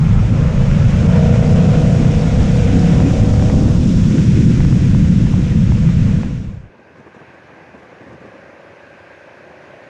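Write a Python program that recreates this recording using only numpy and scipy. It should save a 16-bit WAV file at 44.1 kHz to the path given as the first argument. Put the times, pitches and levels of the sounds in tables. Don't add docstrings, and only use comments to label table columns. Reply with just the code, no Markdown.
import sys
import numpy as np
from scipy import signal
from scipy.fft import rfft, irfft, next_fast_len
from scipy.io import wavfile
from scipy.ndimage import uniform_filter1d, minimum_filter1d, map_coordinates

SR = 44100
rng = np.random.default_rng(int(sys.argv[2]) if len(sys.argv) > 2 else 0)


def waveform_to_disk(signal):
    frames = np.transpose(np.atleast_2d(signal))
    scaled = np.clip(frames, -1, 1) * 32767
    samples = np.round(scaled).astype(np.int16)
    wavfile.write(sys.argv[1], SR, samples)


N = 436149

# (time [s], four-stroke cycles [1/s])
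BAR_SPEED = [(0, 26.5), (.4, 27.25), (.7, 27.9), (1, 28.5), (1.2, 29.8), (1.95, 31.1), (2.7, 33.1),
             (3.2, 34.6), (3.7, 35.8), (4.2, 36.4), (5.65, 33.4), (6.8, 31.9)]
HELMET_SPEED = [(7.5, 27.6), (8.1, 28), (8.65, 29.25), (9, 29.6), (9.5, 30.2), (9.89, 30.8)]
# (time [s], throttle level [dB])
BAR_THROTTLE = [(0, -20), (.9, -9), (1.22, 2.5), (1.75, 2), (2.1, -2.5), (2.7, 0), (3.6, -2), (3.95, -24),
                (6.8, -24)]
ORDER_LEVELS = [-23, -24, -22, -19, -22, -27, -27, -44, -43, -44, -48, -47, -33, -37, -35, -38, -40, -49,
                -47, -40, -38, -46, -43, -46, -49, -49]
# (frequency [Hz], gain [dB])
FAIRING = [(88, -2), (101, 4), (120, -1), (152, 3.5), (180, -3), (275, -1), (415, -5), (460, 1), (490, 1),
           (530, -4), (590, 0), (645, 4), (690, -4), (740, 1), (780, 1), (830, -9)]
# (frequency [Hz], width [Hz], level [dB])
AIRBOX = [(468.7, 80, 4), (662, 177, -4.5), (969, 100, -10), (1450, 160, -16.5)]
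# (multiple of the cycle, peak level [dB])
WHINES = [(20, -36), (23, -40)]
# (multiple of the cycle, peak level [dB])
COAST_TONES = [(14, -50), (15, -46), (20, -56)]

# (time [s], thud level [dB], rumble level [dB], flap level [dB])
BAR_BASS = [(0, -13.5, -13, -37), (.4, -13.5, -15, -24.5), (.65, -14.5, -13, -33), (1.3, -20, -12, -32),
            (2.06, -20, -12, -22.5), (2.3, -13, -17, -28), (3, -16.5, -10.5, -19.5),
            (3.5, -14, -17.5, -22.5), (4.3, -18, -10.5, -18), (4.7, -15, -11, -20.5),
            (5.9, -18, -12.5, -30.5), (6.25, -18.5, -17.5, -23), (6.8, -17, -24, -45)]
# (time [s], roar level [dB], hiss level [dB])
BAR_TREBLE = [(0, -39.5, -45), (.55, -37.5, -44), (.75, -35.5, -42), (1.27, -35.5, -40),
              (2.42, -36.5, -38.5), (2.9, -35, -38), (3.7, -43.5, -39), (4.35, -38, -38.5),
              (4.7, -40, -40.5), (6, -40, -44.5), (6.8, -42, -48.5)]
# (time [s], half-width [s], depth [dB])
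WIND_DIPS = [(.508, .015, 16), (5.486, .01, 9)]
# (frequency [Hz], density [dB per Hz])
THUD = [(8.8, -43), (15, -4.5), (130, -4), (170, -39.5), (290, -120)]
RUMBLE = [(47, -24), (80, -2), (172, 2.5), (221, -3.5), (260, -22.5), (340, -21.5), (570, -120)]
FLAP = [(140, -31.5), (230, 2.5), (366, -11), (521, -26.5), (600, -36.5), (780, -62), (1320, -120)]
GROWL = [(240, -33.5), (400, -5), (512, -2), (568, -9.5), (787, -8.5), (1400, -12), (1820, -48),
         (3080, -120)]
ROAR = [(760, -16.5), (1300, -9.5), (1430, -4.5), (2540, -6), (4500, -22), (5850, -33), (9900, -120)]
HISS = [(2060, -8), (3500, -3), (4360, -8), (5420, -3.5), (7060, -6.5), (9900, -23.5), (11300, -33),
        (14700, -58), (22000, -120)]

# (time [s], crack peak [dB], body relative to crack [dB], body frequency [Hz])
STONES = [(0.7143, -20, -8, 900), (1.341, -30, 11, 650), (1.475, -28, 9, 650), (3.0034, -21, 7, 750),
          (3.108, -27, 7, 1400), (3.339, -27, 6, 900), (3.3967, -26, 5, 1200), (3.424, -26, 8, 800),
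          (3.4989, -22, 8, 620), (4.1834, -23, -6, 900), (4.6049, -19, 0, 720), (4.649, -30, 8, 950),
          (4.7262, -27, 3, 1100), (4.948, -31, 11, 950), (5.268, -27, -1, 900), (5.3394, -32, 12, 780),
          (5.7208, -30, 10, 760), (5.8896, -29, 6, 1100), (6.2329, -25, 4, 700), (8.597, -43, 6, 720)]
# (time [s], peak level [dB], frequency [Hz])
GRIT = [(2.119, -26, 5350), (2.149, -28, 5350), (2.2124, -28, 5350), (2.4304, -25, 5350),
        (2.795, -27, 5350), (2.9522, -27, 5350), (6.785, -55, 4250), (6.835, -59, 5500), (7.003, -54, 6000),
        (7.44, -58, 5600)]

# (time [s], drone level [dB])
HELMET_ENGINE = [(7.3, -16), (7.6, -7), (8, -3), (8.45, 0), (9.3, -.5), (9.89, 1)]
# (multiple of the cycle, rms level [dB])
HELMET_DRONE = [(12, -63), (17, -56), (18, -54), (19, -52), (20, -53.5), (21, -63), (22, -61)]
# (start [s], length [s], level [dB])
HELMET_GUSTS = [(6.795, 0.01, -45), (6.95, 0.05, -41), (7.06, 0.015, -37), (7.14, 0.03, -39),
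                (7.2, 0.015, -38), (7.335, 0.01, -39), (7.554, 0.048, -45.5), (7.737, 0.12, -40),
                (7.907, 0.071, -45), (8.003, 0.025, -36.5), (8.06, 0.085, -38), (8.2, 0.08, -39),
                (8.33, 0.06, -41), (8.47, 0.02, -43), (8.574, 0.02, -46)]
# (frequency [Hz], density [dB per Hz])
BUFFET = [(24, -55), (40, -21), (80, 3), (150, 4.5), (262, 1.5), (533, -1), (729, -10), (1200, -9.5),
          (1560, -52), (2640, -120)]
RUSH = [(150, -33), (250, -15.5), (344, -1), (466, -7), (564, -5), (694, -4), (1330, -11.5), (1560, -6),
        (2520, -13.5), (3310, -24), (6680, -33), (7580, -42), (11300, -47.5), (14700, -84), (22000, -120)]
# (frequency [Hz], width [Hz], level [dB])
HELMET_HOLLOW = [(1572, 190, 0), (2565, 270, -9.5)]

OPEN_S, SHUT_S = 1.16, 3.78
RASP_DB, RASP_COAST_DB = -32, 8
BLIP_DB, BLIP_S = 10, 0.66
GROWL_DB, GROWL_SINKS, GROWL_COAST_DB = -33, 0.83, 6
FADE_START_S, FADE_END_S, FADE_POWER = 6.14, 6.737, 1.45
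RISE_START_S, RISE_S = 6.19, 1
GUST_ATTACK_S, GUST_RELEASE_S, LULL_DB = 0.0049, 0.036, -48
GUST_HISS_DB = -30.5
RUSH_DB, RUSH_GROWS = -46, 1
HOLLOW_DB = -8
HELMET_CUT_HZ = 55
KNEE, SQUEEZE = 0.71, 0.48
TOP_HZ = 14900


def handlebar():
    fade = (1 - ramp(FADE_START_S, FADE_END_S - FADE_START_S)) ** FADE_POWER
    return fade * (handlebar_engine() + handlebar_wind())


def handlebar_engine():
    t = np.arange(N) / SR
    (rate,), (throttle_db,) = curves(BAR_SPEED), curves(BAR_THROTTLE)
    angle = cycle_angle(rate)
    coasting = closed_throttle()
    part_throttle = ramp(0, 0.5) * (1 - ramp(OPEN_S, 0.1))

    blip = ramp(OPEN_S - 0.15, 0.15) * np.exp(-np.maximum(t - OPEN_S, 0) / BLIP_S)
    rasp_db = RASP_DB + BLIP_DB * blip - RASP_COAST_DB * coasting
    pulses = firings(rate, second_db=-1.5, jitter=0.01, scatter_db=0.5)
    puffs = rasped(pulses, rough=0.52 + coasting, puff=0.008)

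    engine = tones(rate, throttle_db, waver_db=1.6)
    engine += ramp(0, 0.38) * amp(rasp_db) * resonant(puffs, AIRBOX)
    for order, db in WHINES:
        engine += part_throttle * amp(db + 1.1 * wobble(6)) * np.sin(order * angle)
    for order, db in COAST_TONES:
        engine += coasting * amp(db + 3 * wobble(5)) * np.sin(order * angle)
    return engine


def tones(rate, throttle_db, waver_db):
    angle, out = cycle_angle(rate), np.zeros(N)
    for order, db in enumerate(ORDER_LEVELS, start=2):
        follow = np.clip(order / 15 - 0.15, 0.25, 1.5)
        fairing_db = np.interp(order * rate, *np.transpose(FAIRING))
        level = amp(db + fairing_db + follow * throttle_db + waver_db * wobble(5.02))
        phase = order * angle + 0.27 * wobble(9) + rng.uniform(0, 2 * np.pi)
        out += np.sqrt(2) * level * np.sin(phase)
    return out


def firings(rate, second_db, jitter, scatter_db):
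    turns = np.cumsum(rate) / SR
    cycle = np.arange(int(turns[-1]))
    luck = rng.standard_normal((len(cycle), 4))
    pulses = np.zeros(N)
    for k, (lag, db) in enumerate([(0, 0), (3 / 8, second_db)]):
        firing_turn = cycle + lag + jitter * luck[:, k]
        at = np.interp(firing_turn, turns, np.arange(N)).astype(int)
        pulses[at] += amp(db + scatter_db * luck[:, k + 2])
    return pulses


def rasped(pulses, rough, puff):
    gate = signal.lfilter([1], [1, -np.exp(-1 / (puff * SR))], pulses)
    rough = np.clip(rough, 0, 1)
    noise = unit(gate * rng.standard_normal(N))
    return np.sqrt(1 - rough) * unit(pulses) + np.sqrt(rough) * noise


def handlebar_wind():
    t = np.arange(N) / SR
    (thud_db, rumble_db, flap_db), (roar_db, hiss_db) = curves(BAR_BASS), curves(BAR_TREBLE)
    growl_db = GROWL_DB - GROWL_SINKS * np.minimum(t, SHUT_S) - GROWL_COAST_DB * closed_throttle()
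    dip_db = sum(db * np.exp(-((t - s) / width) ** 2) for s, width, db in WIND_DIPS)

    wind = amp(thud_db) * air(THUD, patchy_db=1.0, flutter_db=0.3, flutter_rate=19)
    wind += amp(rumble_db) * air(RUMBLE, patchy_db=0.45, flutter_db=0.15, flutter_rate=16)
    wind += amp(flap_db) * air(FLAP, patchy_db=1.5, flutter_db=2.0, flutter_rate=18)
    wind *= amp(-dip_db)
    wind += amp(growl_db) * air(GROWL, patchy_db=2.0, flutter_db=0.0, flutter_rate=25)
    wind += amp(roar_db) * air(ROAR, patchy_db=0.9, flutter_db=0.8, flutter_rate=22)
    wind += amp(hiss_db) * air(HISS, patchy_db=0.5, flutter_db=0.2, flutter_rate=30)
    return wind


def ticks():
    out, t = np.zeros(N + SR), np.arange(SR // 50) / SR

    def ring(hz, life):
        return np.sin(2 * np.pi * hz * t) * (t / life) * np.exp(1 - t / life)

    for s, db, body_db, body_hz in STONES:
        knock = ring(1900, 0.00028) - amp(body_db) * ring(body_hz, 0.42 / body_hz)
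        out[round(s * SR):][:len(t)] += amp(db) * knock
    for s, db, hz in GRIT:
        out[round(s * SR):][:len(t)] += amp(db) * ring(hz, 0.0003)
    return out[:N]


def helmet():
    heard = buffeting() + ramp(RISE_START_S, RISE_S) * (intake_drone() + road_rush())
    return filtered(heard, lambda f: 1 / (1 + (HELMET_CUT_HZ / (f + 1)) ** 4))


def buffeting():
    gusts = np.zeros(N)
    for s, length, db in HELMET_GUSTS:
        gusts += amp(db) * ramp(s, GUST_ATTACK_S) * (1 - ramp(s + length, GUST_RELEASE_S))
    lull = ramp(RISE_START_S, 0.27) * amp(LULL_DB)
    buffet = np.maximum(gusts, lull) * air(BUFFET, patchy_db=1.0, flutter_db=2.0, flutter_rate=80)
    fizz = amp(GUST_HISS_DB) * gusts * air(HISS, patchy_db=1.5, flutter_db=2.8, flutter_rate=60)
    return buffet + fizz


def intake_drone():
    (rate,), (effort_db,) = curves(HELMET_SPEED), curves(HELMET_ENGINE)
    angle, drone = cycle_angle(rate), np.zeros(N)
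    for order, db in HELMET_DRONE:
        level = amp(db + effort_db + 1.1 * wobble(4))
        drone += np.sqrt(2) * level * np.sin(order * angle + 0.2 * wobble(3))
    return drone


def road_rush():
    rush = air(RUSH, patchy_db=1.0, flutter_db=0.15, flutter_rate=12)
    hollow_db = HOLLOW_DB + 1.9 * wobble(9.8) + 1.5 * wobble(1.44)
    rush += amp(hollow_db) * resonant(rng.standard_normal(N), HELMET_HOLLOW)
    rush_db = RUSH_DB + RUSH_GROWS * (np.arange(N) / SR - RISE_START_S - RISE_S)
    return amp(rush_db) * rush


def air(spectrum, patchy_db, flutter_db, flutter_rate):
    z = signal.stft(rng.standard_normal(N), nperseg=512)[2]
    field = uniform_filter1d(rng.standard_normal(z.shape), size=8, axis=0)
    field = uniform_filter1d(field, size=10, axis=1)
    patchy = signal.istft(z * amp(patchy_db * unit(field)), nperseg=512)[1][:N]
    noise = patchy * amp(flutter_db * wobble(flutter_rate))
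    hz, db = np.transpose(spectrum)
    return unit(filtered(noise, lambda f: amp(np.interp(np.log(f + 1), np.log(hz + 1), db))))


def resonant(x, modes):
    def bank(f):
        total = 0
        for k, (center, width, db) in enumerate(modes):
            damping = 1j * f * width
            total = total + (-1) ** k * amp(db / 2) * damping / (center ** 2 - f * f + damping)
        return total

    return unit(filtered(x, lambda f: bank(f) ** 2))


def filtered(x, response):
    m = next_fast_len(N + SR // 2)
    return irfft(rfft(x, m) * response(np.fft.rfftfreq(m, 1 / SR)), m)[..., :N]


def closed_throttle():
    return ramp(SHUT_S - 0.1, 0.4)


def cycle_angle(rate):
    return 2 * np.pi * np.cumsum(rate) / SR


def wobble(rate):
    knots = rng.standard_normal(int(N * rate / SR) + 4)
    return map_coordinates(knots, [np.arange(N) * rate / SR])


def curves(rows):
    s, *cols = np.transpose(rows)
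    return [np.interp(np.arange(N) / SR, s, c) for c in cols]


def ramp(start, length):
    return np.clip((np.arange(N) / SR - start) / length, 0, 1)


def unit(x):
    return x / np.sqrt(np.mean(x ** 2) + 1e-20)


def amp(db):
    return 10 ** (np.asarray(db) / 20)


def scene():
    return (handlebar() + helmet() + ticks())[None]


def record(dry):
    hold = SR // 100
    needed = np.minimum(1, KNEE / (np.abs(dry) + 1e-9)) ** SQUEEZE
    gain = uniform_filter1d(minimum_filter1d(needed, size=2 * hold), size=hold)
    return filtered(dry * gain, lambda hz: hz < TOP_HZ)


dry = scene()
out = record(dry)
waveform_to_disk(out)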